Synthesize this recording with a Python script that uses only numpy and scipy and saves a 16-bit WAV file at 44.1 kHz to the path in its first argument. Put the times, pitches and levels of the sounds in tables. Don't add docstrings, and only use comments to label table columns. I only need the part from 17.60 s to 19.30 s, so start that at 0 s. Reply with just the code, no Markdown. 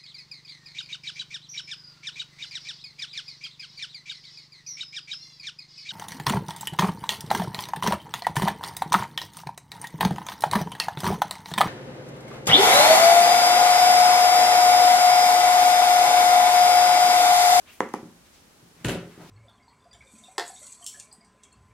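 import sys
import numpy as np
from scipy import signal
from scipy.fft import rfft, irfft
from scipy.io import wavfile

SR = 44100
rng = np.random.default_rng(int(sys.argv[2]) if len(sys.argv) > 2 else 0)


def to_wav(s):
    ch = np.atleast_2d(s).T
    pcm = np.round(np.clip(ch, -1, 1) * 32767)
    wavfile.write(sys.argv[1], SR, pcm.astype(np.int16))


N = 74970

# t/s, level/dB, contact/ms, tick level/dB, tick lead/ms
RULE_KNOCKS = [(0.2057, 9, 0.055, -29.5, 0.89), (0.34, 4, 0.11, -29.5, 2.1)]
# f/Hz, edge gain/dB, flat gain/dB
KNOCK_EQ = [(29.8, -32, -42), (89, -19, -26), (151, -14, -9), (233, -3, 2), (375, -0.5, 2), (532, 1, -8),
            (620, -7.5, -17), (805, 0.5, 5.5), (1030, 2, 0), (1235, -6.5, 0), (1450, -9, -15.5),
            (1990, -3.5, -6.5), (2500, -18.5, -20), (3430, -15, -39), (4600, -29, -40), (12200, -57, -48)]
# t/s, level/dB
EDGE_TOUCHES = [(.289, -43), (1.245, -35.5), (1.2839, -25.5)]
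# f/Hz, gain/dB
TICK_EQ = [(500, -0.5), (2000, 2.5), (3400, -6.5), (4600, -7.5), (6400, 2.5), (8000, -7.5), (11000, -8.5),
           (16000, -30)]
# t/s, level/dB, contact/ms, spot pitch/Hz
DULL_BUMPS = [(0.43, -9.5, 0.38, 298), (.452, -34, 0.66, 225), (.473, -16.5, 1, 203),
              (0.534, -24, 0.73, 249), (0.821, -26, 0.98, 248), (1.026, -19.5, 0.75, 128),
              (1.055, -30, 0.52, 260), (1.165, -26, 0.53, 169), (1.211, -15, 0.96, 140),
              (1.2508, -3, 0.26, 351), (1.2903, 0, 0.17, 586), (1.2976, -3, 0.34, 324),
              (1.319, -10, 0.23, 250), (1.353, -1, 0.26, 570), (1.429, -17, .12, 544),
              (1.472, -13, .4, 400), (1.577, -13.5, 0.33, 288), (1.62, -14.5, 0.38, 161),
              (1.664, -19, 0.36, 307)]
# f/Hz, gain/dB
BUMP_EQ = [(25, -26), (60, -23), (140, 2), (240, -6), (360, 1), (460, -11), (570, -2), (800, -25),
           (1500, -8.5), (5000, -50)]
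# f/Hz, gain for knocks/dB, gain for bumps/dB, t60/s
BENCH_MODES = [(126.5, -60, -42.5, 0.38), (173.8, -62, -37.5, 0.58), (246.4, -48, -32, 0.39),
               (315, -69, -67, .42), (383, -43.5, -34.5, 0.27), (437, -57.5, -39, 0.41),
               (487, -51, -70, 0.22), (525, -46.5, -65, 0.41), (556.4, -51, -42, 0.38),
               (725, -46, -32, 0.23), (790, -57, -56, 0.33), (996, -48.5, -54, 0.28),
               (1048, -56, -64, 0.31), (1164, -49.5, -60, 0.27), (1317, -46, -55, 0.22)]
# f/Hz, gain/dB, swell/ms
FLEX_MODES = [(62.5, -12, 8), (129, -1.5, 4.9)]
# t/s, level/dB, decay/s
WOOD_CLACKS = [(1.2469, -19.5, 0.003), (1.2509, -44, 0.00067), (1.2841, -27, 0.0026), (1.29, -31.5, 0.0031),
               (1.294, -28, 0.0089), (1.319, -38, 0.0028), (1.3468, -34.5, 0.0041)]
# f/Hz, gain/dB
CLACK_EQ = [(300, 10.5), (800, -11), (1500, 5), (2300, 0.5), (3000, 6.5), (4000, -1), (5000, -23),
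            (7200, -4), (11000, -22), (16000, -24)]
# t/s, level/dB, attack/s, decay/s
SCRAPE_STROKES = [(1.241, -33.5, 0.014, 0.02), (1.282, -33.5, 0.0087, 0.017), (1.305, -41, 0.013, 0.024)]
# f/Hz, gain/dB
SCRAPE_EQ = [(200, 1.5), (700, 11), (1300, 7), (2200, 0.5), (3200, -0.5), (5000, -2.5), (7500, -2.5),
             (11000, -4), (16000, -18)]
# t/s, level/dB, attack/s, decay/s, centre/Hz, half width/oct
RUSTLE_STROKES = [(0.053, -51, 0.043, 0.059, 2620, 0.32), (0.051, -54, 0.032, 0.053, 1050, 1.2),
                  (.08, -54, 0.056, 0.056, 8600, 1.1), (.212, -54.5, 0.005, 0.035, 2900, 0.43),
                  (.64, -59, 0.026, 0.031, 1970, 1.1), (.71, -57.5, .04, 0.06, 3730, 0.91),
                  (1.14, -57.5, 0.074, 0.065, 1150, 1.24), (1.468, -56, 0.05, 0.12, 1170, 1.16),
                  (1.575, -48, 0.044, 0.064, 666, 1), (1.59, -56.5, 0.1, 0.19, 3000, 0.86)]
# f/Hz, level/dB, t60/s
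ROOM_BANDS = [(58.6, 2, 0.53), (141, -0.5, 0.49), (278, 9, 0.26), (628, -1, 0.33), (1200, -2.5, 0.46),
              (2550, 3, 0.36), (5600, -6.5, 0.38), (14100, -3, 0.13)]
# f/Hz, gain/dB
AIR_EQ = [(25, 11.5), (60, 5), (130, -0.5), (280, 1), (500, -3), (1000, -5), (2500, -10), (6000, -11.5),
          (11000, -15.5), (16000, -22.5)]
# f/Hz, side re mid/dB
SIDE_EQ = [(60, -17), (200, -21.5), (400, -14), (700, -13), (1300, -12), (2400, -5), (4400, -4), (8000, 8)]

TICK_DECAY_S, TICK_ECHO_S, TICK_ECHO_DB = 0.0013, 0.0088, -10
SPOT_LIFT_DB, SPOT_HALF_WIDTH_OCT = 9, 0.21
RING_BUILD_S, ROOM_ONSET_S = 0.0031, 0.004
GRAINS_PER_S, GRAIN_SIGMA_DB = 5000, 6
NEAR_PAN_DB, FAR_PAN_DB = 0.5, 0.84
LIMIT_DB, LOW_CUT_HZ, HIGH_CUT_HZ = -4, 61.4, 15900


def rule_knocks():
    body = sum(colour(force(s, db, ms), curve(KNOCK_EQ, column))[0]
               for column, (s, db, ms, _, _) in enumerate(RULE_KNOCKS, 1))
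    scatter = rng.standard_normal(N) * burst(0, 0, decay_s=0.0021)
    scattered = convolve(body, scatter / np.linalg.norm(scatter))[0]
    return spread(np.array([body, scattered]), side_db=-2.5)


def edge_ticks():
    contacts = [(s - lead_ms / 1000, db) for s, _, _, db, lead_ms in RULE_KNOCKS] + EDGE_TOUCHES
    envelope = sum(burst(s, db, TICK_DECAY_S) + burst(s + TICK_ECHO_S, db + TICK_ECHO_DB, TICK_DECAY_S)
                   for s, db in contacts)
    return colour(noise() * envelope, curve(TICK_EQ))


def bumps():
    out = 0
    for s, db, contact_ms, spot_hz in DULL_BUMPS:
        lift_db = SPOT_LIFT_DB / (1 + (np.log2(bins_hz() / spot_hz) / SPOT_HALF_WIDTH_OCT) ** 2)
        out += colour(force(s, db, contact_ms), curve(BUMP_EQ) + lift_db)
    return out


def bench_ring():
    t = since(0)
    hz, knock_db, bump_db, t60_s = np.array(BENCH_MODES).T[:, :, None]
    modes = 1000 ** (-t / t60_s) * np.sin(2 * np.pi * hz * t) * (1 - np.exp(-t / RING_BUILD_S))
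    knock_force = sum(force(s, db, ms) for s, db, ms, _, _ in RULE_KNOCKS)
    bump_force = sum(force(s, db, ms) for s, db, ms, _ in DULL_BUMPS)
    knock_ring = convolve(knock_force, (undb(knock_db) * modes).sum(axis=0))
    return knock_ring + convolve(bump_force, (undb(bump_db) * modes).sum(axis=0))


def thud():
    t = since(0)
    flex = 0
    for hz, db, swell_ms in FLEX_MODES:
        age = 1000 * t / swell_ms
        flex += undb(db) * age * np.exp(1 - age) * np.sin(2 * np.pi * hz * t)
    return convolve(force(start_s=1.2545, db=-17, contact_ms=0.47), flex)


def clacks():
    envelope = sum(burst(*row) for row in WOOD_CLACKS)
    return colour(noise(side_db=-4) * envelope, curve(CLACK_EQ))


def scrape():
    catches = rng.random((2, N)) < GRAINS_PER_S / SR
    signs = rng.choice([-1, 1], (2, N))
    grains = catches * signs * undb(GRAIN_SIGMA_DB * rng.standard_normal((2, N)))
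    envelope = sum(stroke(*row) for row in SCRAPE_STROKES)
    return colour(spread(grains / grains.std()) * envelope, curve(SCRAPE_EQ))


def rustles():
    out = 0
    for s, db, attack_s, decay_s, centre_hz, half_width_oct in RUSTLE_STROKES:
        band_db = -10 * np.log10(1 + (np.log2(bins_hz() / centre_hz) / half_width_oct) ** 4)
        out += colour(noise(), band_db) * stroke(s, db, attack_s, decay_s)
    return out


def workshop():
    t = since(0)
    spectrum = rfft(noise())
    log_centres = np.log([row[0] for row in ROOM_BANDS])
    tail = 0
    for (_, db, t60_s), weights in zip(ROOM_BANDS, np.eye(len(ROOM_BANDS))):
        band = irfft(spectrum * np.interp(np.log(bins_hz()), log_centres, weights), N)
        rate_per_s = np.log(1000) / t60_s
        tail += band * undb(db) * np.exp(-rate_per_s * t) * np.sqrt(2 * rate_per_s / SR)
    return tail * np.clip(t / ROOM_ONSET_S - 0.5, 0, 1)


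def air():
    return undb(-55) * colour(noise(side_db=11), curve(AIR_EQ))


def undb(db):
    return 10 ** (np.asarray(db) / 20)


def since(start_s):
    return np.maximum(np.arange(N) / SR - start_s, 0)


def force(start_s, db, contact_ms):
    age = since(start_s) * 1000 / contact_ms
    pulse = age * np.exp(-age)
    return undb(db) * pulse / pulse.sum()


def burst(start_s, db, decay_s):
    t = since(start_s)
    return undb(db) * (t > 0) * np.exp(-t / decay_s)


def stroke(start_s, db, attack_s, decay_s):
    rise = np.minimum(since(start_s) / attack_s, 1)
    return undb(db) * rise * np.exp(-since(start_s + attack_s) / decay_s)


def bins_hz():
    return np.maximum(np.arange(N // 2 + 1) * SR / N, 1)


def curve(table, column=1):
    points = np.array(table, float)
    return np.interp(np.log(bins_hz()), np.log(points[:, 0]), points[:, column])


def convolve(x, response):
    return signal.fftconvolve(np.atleast_2d(x), np.atleast_2d(response), axes=-1)[:, :N]


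def colour(x, shape_db):
    gain = undb(shape_db)
    cepstrum = irfft(np.log(gain / np.sqrt(np.mean(gain ** 2)) + 1e-6), N)
    cepstrum[1:N // 2] *= 2
    cepstrum[N // 2:] = 0
    return convolve(x, irfft(np.exp(rfft(cepstrum)), N))


def spread(pair, side_db=0):
    width = undb(np.minimum(curve(SIDE_EQ) + side_db, 0))
    mid, side = rfft(pair)
    return irfft(np.array([mid + width * side, mid - width * side]) / np.sqrt(1 + width ** 2), N)


def noise(side_db=0):
    return spread(rng.standard_normal((2, N)), side_db)


def pan(x, db):
    return x * undb(np.array([[db], [-db]]) / 2)


def scene():
    room = workshop()

    def in_room(x, wet_db):
        return x + undb(wet_db) * convolve(x, room)

    near = in_room(rule_knocks(), wet_db=-8) + in_room(edge_ticks(), wet_db=1.5)
    far = in_room(bumps(), wet_db=-3.5) + in_room(thud(), wet_db=-5.5)
    far += in_room(clacks(), wet_db=-5) + in_room(scrape(), wet_db=4)
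    hiss = air()
    return pan(near, NEAR_PAN_DB) + pan(far + rustles(), FAR_PAN_DB) + bench_ring() + hiss


def record(dry):
    rounded = dry / (1 + (dry / undb(LIMIT_DB)) ** 4) ** (1 / 4)
    thinned = signal.sosfilt(signal.butter(2, LOW_CUT_HZ, "high", fs=SR, output="sos"), rounded)
    return signal.sosfilt(signal.ellip(8, 0.2, 70, HIGH_CUT_HZ, fs=SR, output="sos"), thinned)


dry = scene()
out = record(dry)
to_wav(out)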